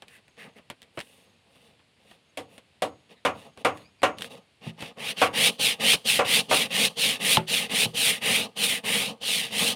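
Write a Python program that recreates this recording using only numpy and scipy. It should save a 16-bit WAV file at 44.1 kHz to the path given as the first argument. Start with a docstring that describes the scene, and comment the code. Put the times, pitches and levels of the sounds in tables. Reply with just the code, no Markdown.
"""A wooden handle stands on an outdoor plank bench and is sanded by hand. First the folded sandpaper
snaps, slides and crackles, with a faint breathy hiss, while a far insect trills. Knocks set the planks
and, faintly, a metal tool ringing, and a distant bird slurs a few notes. From about five seconds,
rasping strokes run down and up the handle: grit tears at the fibres and the drag makes the wood hum.
The last knocks fall among the early strokes; later the handle thumps the bench once, hard."""
import sys
import numpy as np
from scipy import signal
from scipy.fft import rfft, irfft
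from scipy.io import wavfile
from scipy.ndimage import map_coordinates

SR = 44100
rng = np.random.default_rng(int(sys.argv[2]) if len(sys.argv) > 2 else 0)


def log_audio(samples):
    """Write samples as a 16-bit WAV file to the path given in sys.argv[1]."""
    # one column per channel
    frames = np.atleast_2d(samples).T
    # limit to full scale, then quantise
    limited = np.clip(frames, -1, 1)
    pcm = np.round(limited * 32767).astype(np.int16)
    wavfile.write(sys.argv[1], SR, pcm)


N = 429975
TIME = np.arange(N) / SR
AGE = TIME[:SR * 3 // 4]   # seconds since a blow

# resonances of the cupped sandpaper: pitch_hz, width_hz, level_db
PAPER_RESONANCES = [(1973, 950, -7), (2750, 687, 0.5), (3540, 926, -2.5), (5390, 3600, -17)]
# resonances of the rubbed handle and bench: pitch_hz, width_hz, level_db
WOOD_RESONANCES = [(90, 16, -9), (129, 22, -2.5), (180.7, 50, 1.5), (225, 34.6, 4), (276, 23.6, -1.5),
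                   (425, 33, -1), (475.4, 19.6, 4), (541.4, 24.8, 1), (673, 30.6, -2), (753, 25.5, -2),
                   (832, 90, -4.5), (1102, 81, -9), (1228, 26, -5), (1450, 800, -30)]
# spectrum of a bright snap: frequency_hz, level_db
SNAP_SPECTRUM = [(200, -12), (950, -34), (1700, 7), (3300, 8.5), (6000, -8), (9300, -3), (15500, -23.5)]
# spectrum of a dull tap on wood: frequency_hz, level_db
TAP_SPECTRUM = [(60, -3), (210, 2.5), (340, 0), (480, 2.5), (750, -0.5), (1300, -5.5), (3000, -8),
                (15500, -79)]
# small slides of the paper, and a faint breathy hiss at about one second:
# start_s, length_s, fastest_fraction, rasp_db, hiss_relative_db, hum_db, rasp_centre_hz
FAINT_RUSTLES = [(0.055, .15, 0.68, -57, -7, -66, 2097), (0.362, .16, 0.22, -50, -14, -55.5, 2053),
                 (0.551, 0.058, 0.3, -54.5, -12, -56.5, 2303), (0.80, 0.11, 0.1, -70, -12, -68, 2401),
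                 (0.923, .46, 0.16, -63, -0.5, -65.5, 2898), (1.448, .33, 0.48, -64.5, -6, -67, 2999),
                 (1.972, .22, 0.72, -62.5, -9, -66, 2799), (2.468, 0.13, .7, -64, -2.5, -60.5, 2801),
                 (3.086, 0.067, 0.46, -55, -13, -60.5, 2700), (3.311, 0.21, 0.43, -57, -7.5, -52.5, 2901),
                 (3.555, 0.079, 0.7, -56.5, -7, -53.5, 2900), (3.725, .17, 0.2, -62, -5, -59, 2904),
                 (4.158, 0.14, 0.6, -48.5, -5, -48.5, 3090), (4.29, 0.12, 0.18, -50.5, -8, -52, 3003),
                 (4.603, 0.12, 0.7, -47, -14, -50, 2698), (4.765, .165, 0.42, -43.5, -12, -45, 2715)]
# sanding strokes, down and up in turn: same columns as FAINT_RUSTLES
SANDING_STROKES = [(4.958, 0.18, 0.81, -31.5, -10.0, -40, 2746),
                   (5.155, 0.14, 0.57, -27.0, -11.5, -40, 2585),
                   (5.322, 0.19, 0.73, -18.5, -7.0, -34, 2956), (5.58, 0.18, 0.39, -22, -7.0, -37.5, 3046),
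                   (5.784, 0.18, 0.79, -18.5, -7.5, -32.5, 3034), (6.04, 0.18, 0.44, -22, -6.0, -37, 3000),
                   (6.232, 0.19, 0.74, -19.5, -7, -35, 2993), (6.481, 0.2, 0.39, -22.5, -6.5, -36.5, 2974),
                   (6.692, 0.2, 0.77, -20, -7.5, -34, 3023), (6.955, 0.23, 0.45, -22.0, -7, -38, 3040.0),
                   (7.186, 0.21, 0.64, -21.0, -5, -36, 3000.0),
                   (7.464, 0.22, 0.36, -23.5, -7.0, -39.5, 2920.0),
                   (7.681, 0.19, 0.75, -21, -6.5, -35.5, 3008), (7.93, 0.27, 0.4, -23.5, -4.5, -39.5, 2927),
                   (8.201, 0.28, 0.4, -23.5, -7.0, -34, 2865), (8.551, 0.26, 0.45, -24, -4.5, -39, 2910),
                   (8.825, 0.32, 0.28, -25.5, -6, -36.5, 2838), (9.2, 0.31, 0.45, -26.5, -6.5, -43.5, 3145),
                   (9.493, 0.26, 0.64, -23, -5.0, -37, 2980)]


def from_db(db):
    """Decibels to gain."""
    return 10 ** (np.asarray(db) / 20)


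def rms_one(x):
    """Scale to an rms of 1."""
    return x / np.sqrt(np.mean(x ** 2) + 1e-20)


def add(track, start_s, sound):
    """Mix a sound into the track."""
    start = round(start_s * SR)
    track[start:start + len(sound)] += sound[:N - start]


def at_hz(points, hz):
    """Read a curve along a logarithmic frequency axis."""
    point_hz, value = np.transpose(points)
    return np.interp(np.log(np.maximum(hz, 1)), np.log(point_hz), value)


def noise(spectrum, size):
    """Noise of a given colour; rms 1."""
    hz = np.arange(size // 2 + 1) * SR / size
    white = rfft(rng.standard_normal(size))
    return rms_one(irfft(white * from_db(at_hz(spectrum, hz)), size))


def drift(rate_hz):
    """A wandering control that glides between random values; rms 1."""
    return rms_one(np.interp(TIME * rate_hz, np.arange(N // 10), rng.standard_normal(N // 10)))


def soften(x, hz):
    """Two-pole low-pass."""
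    return signal.sosfilt(signal.butter(2, hz, fs=SR, output="sos"), x)


def band(x, low_hz, high_hz):
    """Band-pass; rms 1."""
    return rms_one(signal.sosfilt(signal.butter(2, [low_hz, high_hz], "band", fs=SR, output="sos"), x))


def resonate(x, peaks):
    """Parallel resonances with alternating signs; rms 1."""
    out = 0
    for k, (hz, width_hz, db) in enumerate(peaks):
        radius = np.exp(-np.pi * width_hz / SR)
        poles = [1, -(1 + radius ** 2) * np.cos(2 * np.pi * hz / SR), radius ** 2]
        out += (-1) ** k * from_db(db) * (1 - radius ** 2) * signal.lfilter([1, 0, -1], poles, x)
    return rms_one(out)


def ring(modes, scatter_db):
    """Decaying sines; every blow shares its force out a little differently."""
    hz, db, t60_s = np.transpose(modes)[:, :, None]
    db = db + scatter_db * rng.standard_normal(db.shape)
    sign = (-1) ** np.arange(len(modes))[:, None]
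    return np.sum(sign * from_db(db - 60 * AGE / t60_s) * np.sin(2 * np.pi * hz * AGE), axis=0)


def burst(spectrum, t60_s):
    """A contact heard through densely packed modes that die together."""
    return noise(spectrum, len(AGE)) * from_db(-60 * AGE / t60_s)


def grit(per_s, spread_db):
    """Random clicks of uneven size, as when grains catch and tear fibres."""
    sizes = from_db(spread_db * np.minimum(rng.exponential(1, N), 4))
    return (rng.random(N) < per_s / SR) * sizes * rng.choice([-1, 1], N)


def outdoor_air():
    """A quiet bed of still air whose level barely wavers."""
    # colour of the air: frequency_hz, level_db
    air_spectrum = [(25, -21.5), (50, -4), (90, 5.5), (180, 3), (330, -2), (650, -4), (1400, -10),
                    (2700, -3.5), (4500, -9.5), (6000, -21.5), (9500, -17.5), (15500, -43)]
    return from_db(-64.5 + 0.35 * drift(rate_hz=14)) * noise(air_spectrum, N)


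def insect():
    """A far insect's wing strokes pulse a narrow, high resonance."""
    # trills: middle_s, length_s
    trills = [(0.33, .16), (0.516, .16), (1.239, 0.31), (2.289, 0.083), (3.521, 0.3), (4.39, 0.1)]
    wing_strokes = np.sin(np.pi * 25 * TIME) ** 2   # 25 a second
    buzz = resonate(rng.standard_normal(N), [(6500, 90, 0)]) * wing_strokes
    swells = sum(np.exp(-(2 * (TIME - middle_s) / length_s) ** 4) for middle_s, length_s in trills)
    return from_db(-76) * buzz * swells


def bird():
    """A far bird's notes glide, with a strong second harmonic."""
    # slurred notes: start_s, length_s, start_hz, end_hz, level_db
    notes = [(3.15, 0.059, 2000, 1860, -63), (3.383, .09, 1880, 1820, -64), (3.768, 0.076, 2150, 2030, -61),
             (3.82, 0.09, 2110, 2690, -59), (3.972, 0.065, 2600, 2100, -65)]
    out = np.zeros(N)
    for start_s, length_s, start_hz, end_hz, db in notes:
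        hz = np.linspace(start_hz, end_hz, round(length_s * SR))
        phase = 2 * np.pi * np.cumsum(hz) / SR
        voice = np.sin(phase) + np.sin(2 * phase)
        flutter = drift(rate_hz=420)[:len(hz)]   # scattered by the foliage on its way
        add(out, start_s, from_db(db) * flutter * np.hanning(len(hz)) * voice)
    return out


def paper_crackle():
    """During the faint rustles, the paper's folds give way in small ticks and fingers bump the wood."""
    flexing, nudging = np.zeros((2, N))
    for start_s, length_s, fastest, rasp_db, _, hum_db, _ in FAINT_RUSTLES:
        speed = hand_speed(length_s, fastest)
        add(flexing, start_s, from_db(rasp_db) * speed)
        add(nudging, start_s, from_db(hum_db) * speed)
    ticks = from_db(-7) * resonate(grit(per_s=100, spread_db=0.5), PAPER_RESONANCES)
    bumps = from_db(-0.5) * band(resonate(grit(per_s=35, spread_db=2.5), WOOD_RESONANCES), 150, 670)
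    return flexing * ticks + nudging * bumps


def paper_snaps():
    """The stiff paper buckles with a sharp tick and a short rustle, and nudges the handle."""
    # paper snaps and finger taps: start_s, level_db, wood_trim_db
    snaps = [(0.022, -29.5, 0), (0.082, -32.5, -16), (0.281, -42.5, -1), (0.450, -54, 8), (0.587, -46, 10),
             (0.7004, -19, -2), (0.707, -37, -14), (0.819, -32.5, -11), (0.829, -33.5, -11),
             (0.974, -28.5, 13), (0.983, -34.5, 13.5), (0.991, -22, -12), (1.003, -20.5, -17),
             (1.011, -23, -17), (1.557, -53, 11), (1.793, -52.5, 12), (2.112, -37, 2.5),
             (2.580, -28.5, -6.5), (3.575, -35.5, 5), (3.773, -29.5, -6), (4.019, -26.5, 3),
             (4.185, -21.5, -26), (4.209, -23, -12), (4.221, -14, -21), (4.245, -23, -25),
             (4.807, -24.5, -19), (4.824, -22.5, 3.5), (5.935, -13.5, 2)]
    out = np.zeros(N)
    for start_s, db, wood_trim_db in snaps:
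        tick = from_db(-8) * burst(SNAP_SPECTRUM, t60_s=0.0079)
        rustle = from_db(-19) * burst(SNAP_SPECTRUM, t60_s=0.066)
        wood = from_db(wood_trim_db - 15) * burst(TAP_SPECTRUM, t60_s=0.1)
        add(out, start_s, from_db(db) * (tick + rustle + wood))
    return out


def wood_thumps():
    """Dry, deep blows with a noisy thud; the handle wakes every mode, a soft palm only the lowest."""
    # soft bumps of the hand, and one hard wooden thump of the handle on the bench:
    # start_s, level_db, rolloff_hz
    thumps = [(4.667, -3.5, 230), (7.371, 4, 6000), (7.856, -2.5, 302.4)]
    # modes of the thumped wood: pitch_hz, level_db, t60_s
    thump_modes = [(118.16, -27.5, 0.14), (162.3, -29.5, 0.27), (218.3, -28.5, .2), (373, -33, 0.26),
                   (567, -35.5, 0.18), (755, -12.5, 0.017), (874, -18, 0.088), (993, -15, 0.024),
                   (1403, -14, 0.008), (2080, -34, 0.044), (2700, -36, .05)]
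    out = np.zeros(N)
    for start_s, db, rolloff_hz in thumps:
        body = ring(thump_modes, scatter_db=0.9)
        click = from_db(-14) * burst(SNAP_SPECTRUM, t60_s=0.011)
        thud = from_db(-28) * burst(TAP_SPECTRUM, t60_s=0.16)
        add(out, start_s, from_db(db) * soften(body + click + thud, rolloff_hz))
    return out


def plank_wash(chatter_s, echo_db, echo_t60_s):
    """The planks chatter briefly, then die away, treble first; a faint echo returns from the yard."""
    # the planks' many weak modes, heard as noise: frequency_hz, level_db
    wash_spectrum = [(50, -39), (90, -16), (150, -17), (290, -11), (370, -12), (480, -3.5), (860, -8.5),
                     (1150, -3.5), (1650, -12.5), (2200, -10), (2900, -11), (4000, -29.5), (6200, -19),
                     (8800, -20), (15500, -47)]
    # their decay by band: centre_hz, t60_s
    band_decays = [(100, 0.55), (260, 0.26), (700, 0.21), (1840, 0.15), (4850, 0.12), (12800, 0.12)]
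    centres_hz, t60s = np.transpose(band_decays)
    hz = np.arange(len(AGE) // 2 + 1) * SR / len(AGE)
    spectrum = rfft(noise(wash_spectrum, len(AGE)))
    decaying_s = np.maximum(AGE - chatter_s, 0)
    echo = from_db(echo_db - 60 * AGE / echo_t60_s)
    out = 0
    for share, t60_s in zip(np.eye(len(centres_hz)), t60s):
        band_noise = irfft(spectrum * at_hz(np.c_[centres_hz, share], hz), len(AGE))
        out += band_noise * (from_db(-60 * decaying_s / t60_s) + echo)
    attack = 1 - np.exp(-AGE / 0.00057)
    return out * attack


def bench_knocks():
    """Each knock is a short crack that sets planks and tool ringing; light blows are duller."""
    # blows on the bench: start_s, level_db, crack_trim_db, rolloff_hz
    knocks = [(2.373, -12, 2.5, 575), (2.821, -4.5, 2, 860), (3.250, -1.5, -1, 3240),
              (3.648, -0.5, -0.5, 3120), (4.031, 1, -1, 3400), (5.216, 1, 1, 3040),
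              (6.191, -0.5, -2.5, 2980), (6.511, -0.5, 1, 2788)]
    # strong modes of the planks: pitch_hz, level_db, t60_s
    plank_modes = [(274.2, -12, 0.3), (306, -16, 0.37), (478, -3.5, 0.21), (560, -3, 0.095),
                   (588, -7.5, 0.19), (620, 6.5, 0.026), (744, 1.5, 0.18), (775, -5.5, 0.22),
                   (943, -6.5, 0.19), (1130, -9, 0.25), (1206, -10, 0.16), (1384, -10, 0.19),
                   (1396, -5.5, 0.11), (1525, -17, 0.11), (2210, -20.5, .14), (2410, -16, .12)]
    # a metal tool lying on the planks: pitch_hz, level_db, t60_s
    tool_modes = [(6660, -59.5, 0.8)]
    out = np.zeros(N)
    for start_s, db, crack_trim_db, rolloff_hz in knocks:
        body = from_db(-20) * ring(plank_modes, scatter_db=1.5)
        wash = from_db(-19) * plank_wash(chatter_s=0.017, echo_db=-29, echo_t60_s=0.61)
        crack = from_db(crack_trim_db - 23.5) * burst(SNAP_SPECTRUM, t60_s=0.13)
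        tool = ring(tool_modes, scatter_db=1)
        add(out, start_s, from_db(db) * (soften(body + wash, rolloff_hz) + crack + tool))
    return out


def hand_speed(length_s, fastest):
    """One movement: from rest to full speed at the fraction `fastest` of its length, and back to rest."""
    progress = np.linspace(0, 1, round(length_s * SR))
    return np.sin(np.pi * np.interp(progress, [0, fastest, 1], [0, .5, 1]))


def hand_height():
    """The hand starts high and glides from one end of its travel to the other with every stroke."""
    low, high = .15, .77   # 0 is the foot of the handle, 1 its top
    turns_s = [stroke[0] for stroke in SANDING_STROKES] + [N / SR]
    strokes_done = np.interp(TIME, turns_s, np.arange(len(turns_s)))
    return low + (high - low) * np.cos(np.pi * strokes_done / 2) ** 2


def linger(gain, tail_db, t60_s):
    """Give a loudness contour a dying tail."""
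    feedback = from_db(-60 / (t60_s * SR)) ** 2
    tail_power = signal.lfilter([1 - feedback], [1, -feedback], gain ** 2 + 1e-18)
    return np.sqrt(gain ** 2 + from_db(tail_db) ** 2 * tail_power)


def friction():
    """Envelopes of rasp, hiss and hum: the paper sticks, jolts free, then follows the hand's speed."""
    stick_s, stuck_db, jolt_s, jolt_share = .014, -5, 0.017, 0.39
    rasp, hiss, hum = np.zeros((3, N))
    events = [*FAINT_RUSTLES, *SANDING_STROKES]
    for start_s, length_s, fastest, rasp_db, hiss_relative_db, hum_db, _ in events:
        speed = hand_speed(length_s, fastest)
        free_s = TIME[:len(speed)] - stick_s
        sliding = np.where(free_s > 0, 1, from_db(stuck_db))
        jolt = (free_s > 0) * np.exp(-np.abs(free_s) / jolt_s)
        # the hiss needs speed; the wood hums at any drag
        add(rasp, start_s, from_db(rasp_db) * sliding * speed ** 1.18)
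        add(hiss, start_s, from_db(rasp_db + hiss_relative_db) * sliding * speed ** 1.65)
        add(hum, start_s, from_db(hum_db) * sliding * (speed ** 0.46 + jolt_share * jolt))
    paper_tail = dict(tail_db=-18.5, t60_s=0.24)
    return linger(rasp, **paper_tail), linger(hiss, **paper_tail), linger(hum, tail_db=-4, t60_s=0.21)


def paper_rasp(grains):
    """Grains ring the cupped paper; its resonances slide with the grip and rise as the hand goes down."""
    unshifted_hz, foot_to_top_hz = 2913, 717.5
    foot_delay_s, top_extra_s = 0.00053, 0.000722
    height = hand_height()
    start_s, length_s, *_, event_hz = np.transpose([*FAINT_RUSTLES, *SANDING_STROKES])
    stroking = TIME > SANDING_STROKES[0][0]
    centre_hz = np.interp(TIME, start_s + length_s / 2, event_hz)
    centre_hz -= foot_to_top_hz * (height - .5) * stroking
    rasp = band(resonate(grains, PAPER_RESONANCES), 1520, 18000)
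    rasp = map_coordinates(rasp, [np.cumsum(centre_hz / unshifted_hz)], order=3, mode="wrap")
    # the bounce off the bench combs the rasp: ripples sweep up as the hand comes down
    bounce = np.interp(TIME - foot_delay_s - top_extra_s * height, TIME, rasp)
    return rms_one(rasp + .33 * bounce)


def sanding():
    """Grit clicks sound through the paper; the slower drag of the hand shakes the wood."""
    # high resonances of the cupped sandpaper: pitch_hz, width_hz, level_db
    hiss_resonances = [(6100, 2600, -16), (9180, 1310, 1), (11900, 8800, -9.5), (15040, 2050, -9.5)]
    rasp_gain, hiss_gain, hum_gain = friction()
    grains = grit(per_s=16000, spread_db=1.5)
    rasp = paper_rasp(grains)
    dense_grains = grains + grit(per_s=25000, spread_db=1.5)
    hiss = band(resonate(dense_grains, hiss_resonances), 3200, 19000)
    # the paper sticks and slips, so all grains surge together
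    surge_db = 0.57 * drift(rate_hz=22) + 1.05 * drift(rate_hz=50) + 1.026 * drift(rate_hz=540)
    paper = from_db(surge_db) * (rasp_gain * rasp + hiss_gain * hiss)
    # the drag comes in uneven tugs, each left to ring in the wood
    tugs = grit(per_s=2500, spread_db=2) * from_db(1.94 * drift(rate_hz=45))
    hum = band(resonate(tugs, WOOD_RESONANCES), 76, 2000)
    return paper + hum_gain * hum


def scene():
    """All work happens at the bench, in quiet open air; both channels are alike."""
    air = outdoor_air()
    work = sanding() + paper_crackle() + bench_knocks() + paper_snaps() + wood_thumps()
    return np.tile(air + work + insect() + bird(), (2, 1))


def record(dry):
    """The microphone sheds deep bass, rounds the highest peaks and cuts the top."""
    low_cut_hz, high_cut_hz = 55, 15900
    thin = signal.sosfilt(signal.butter(2, low_cut_hz, "high", fs=SR, output="sos"), dry)
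    rounded = np.tanh(thin)
    return signal.sosfilt(signal.ellip(10, .2, 80, high_cut_hz, fs=SR, output="sos"), rounded)


dry = scene()
out = record(dry)
log_audio(out)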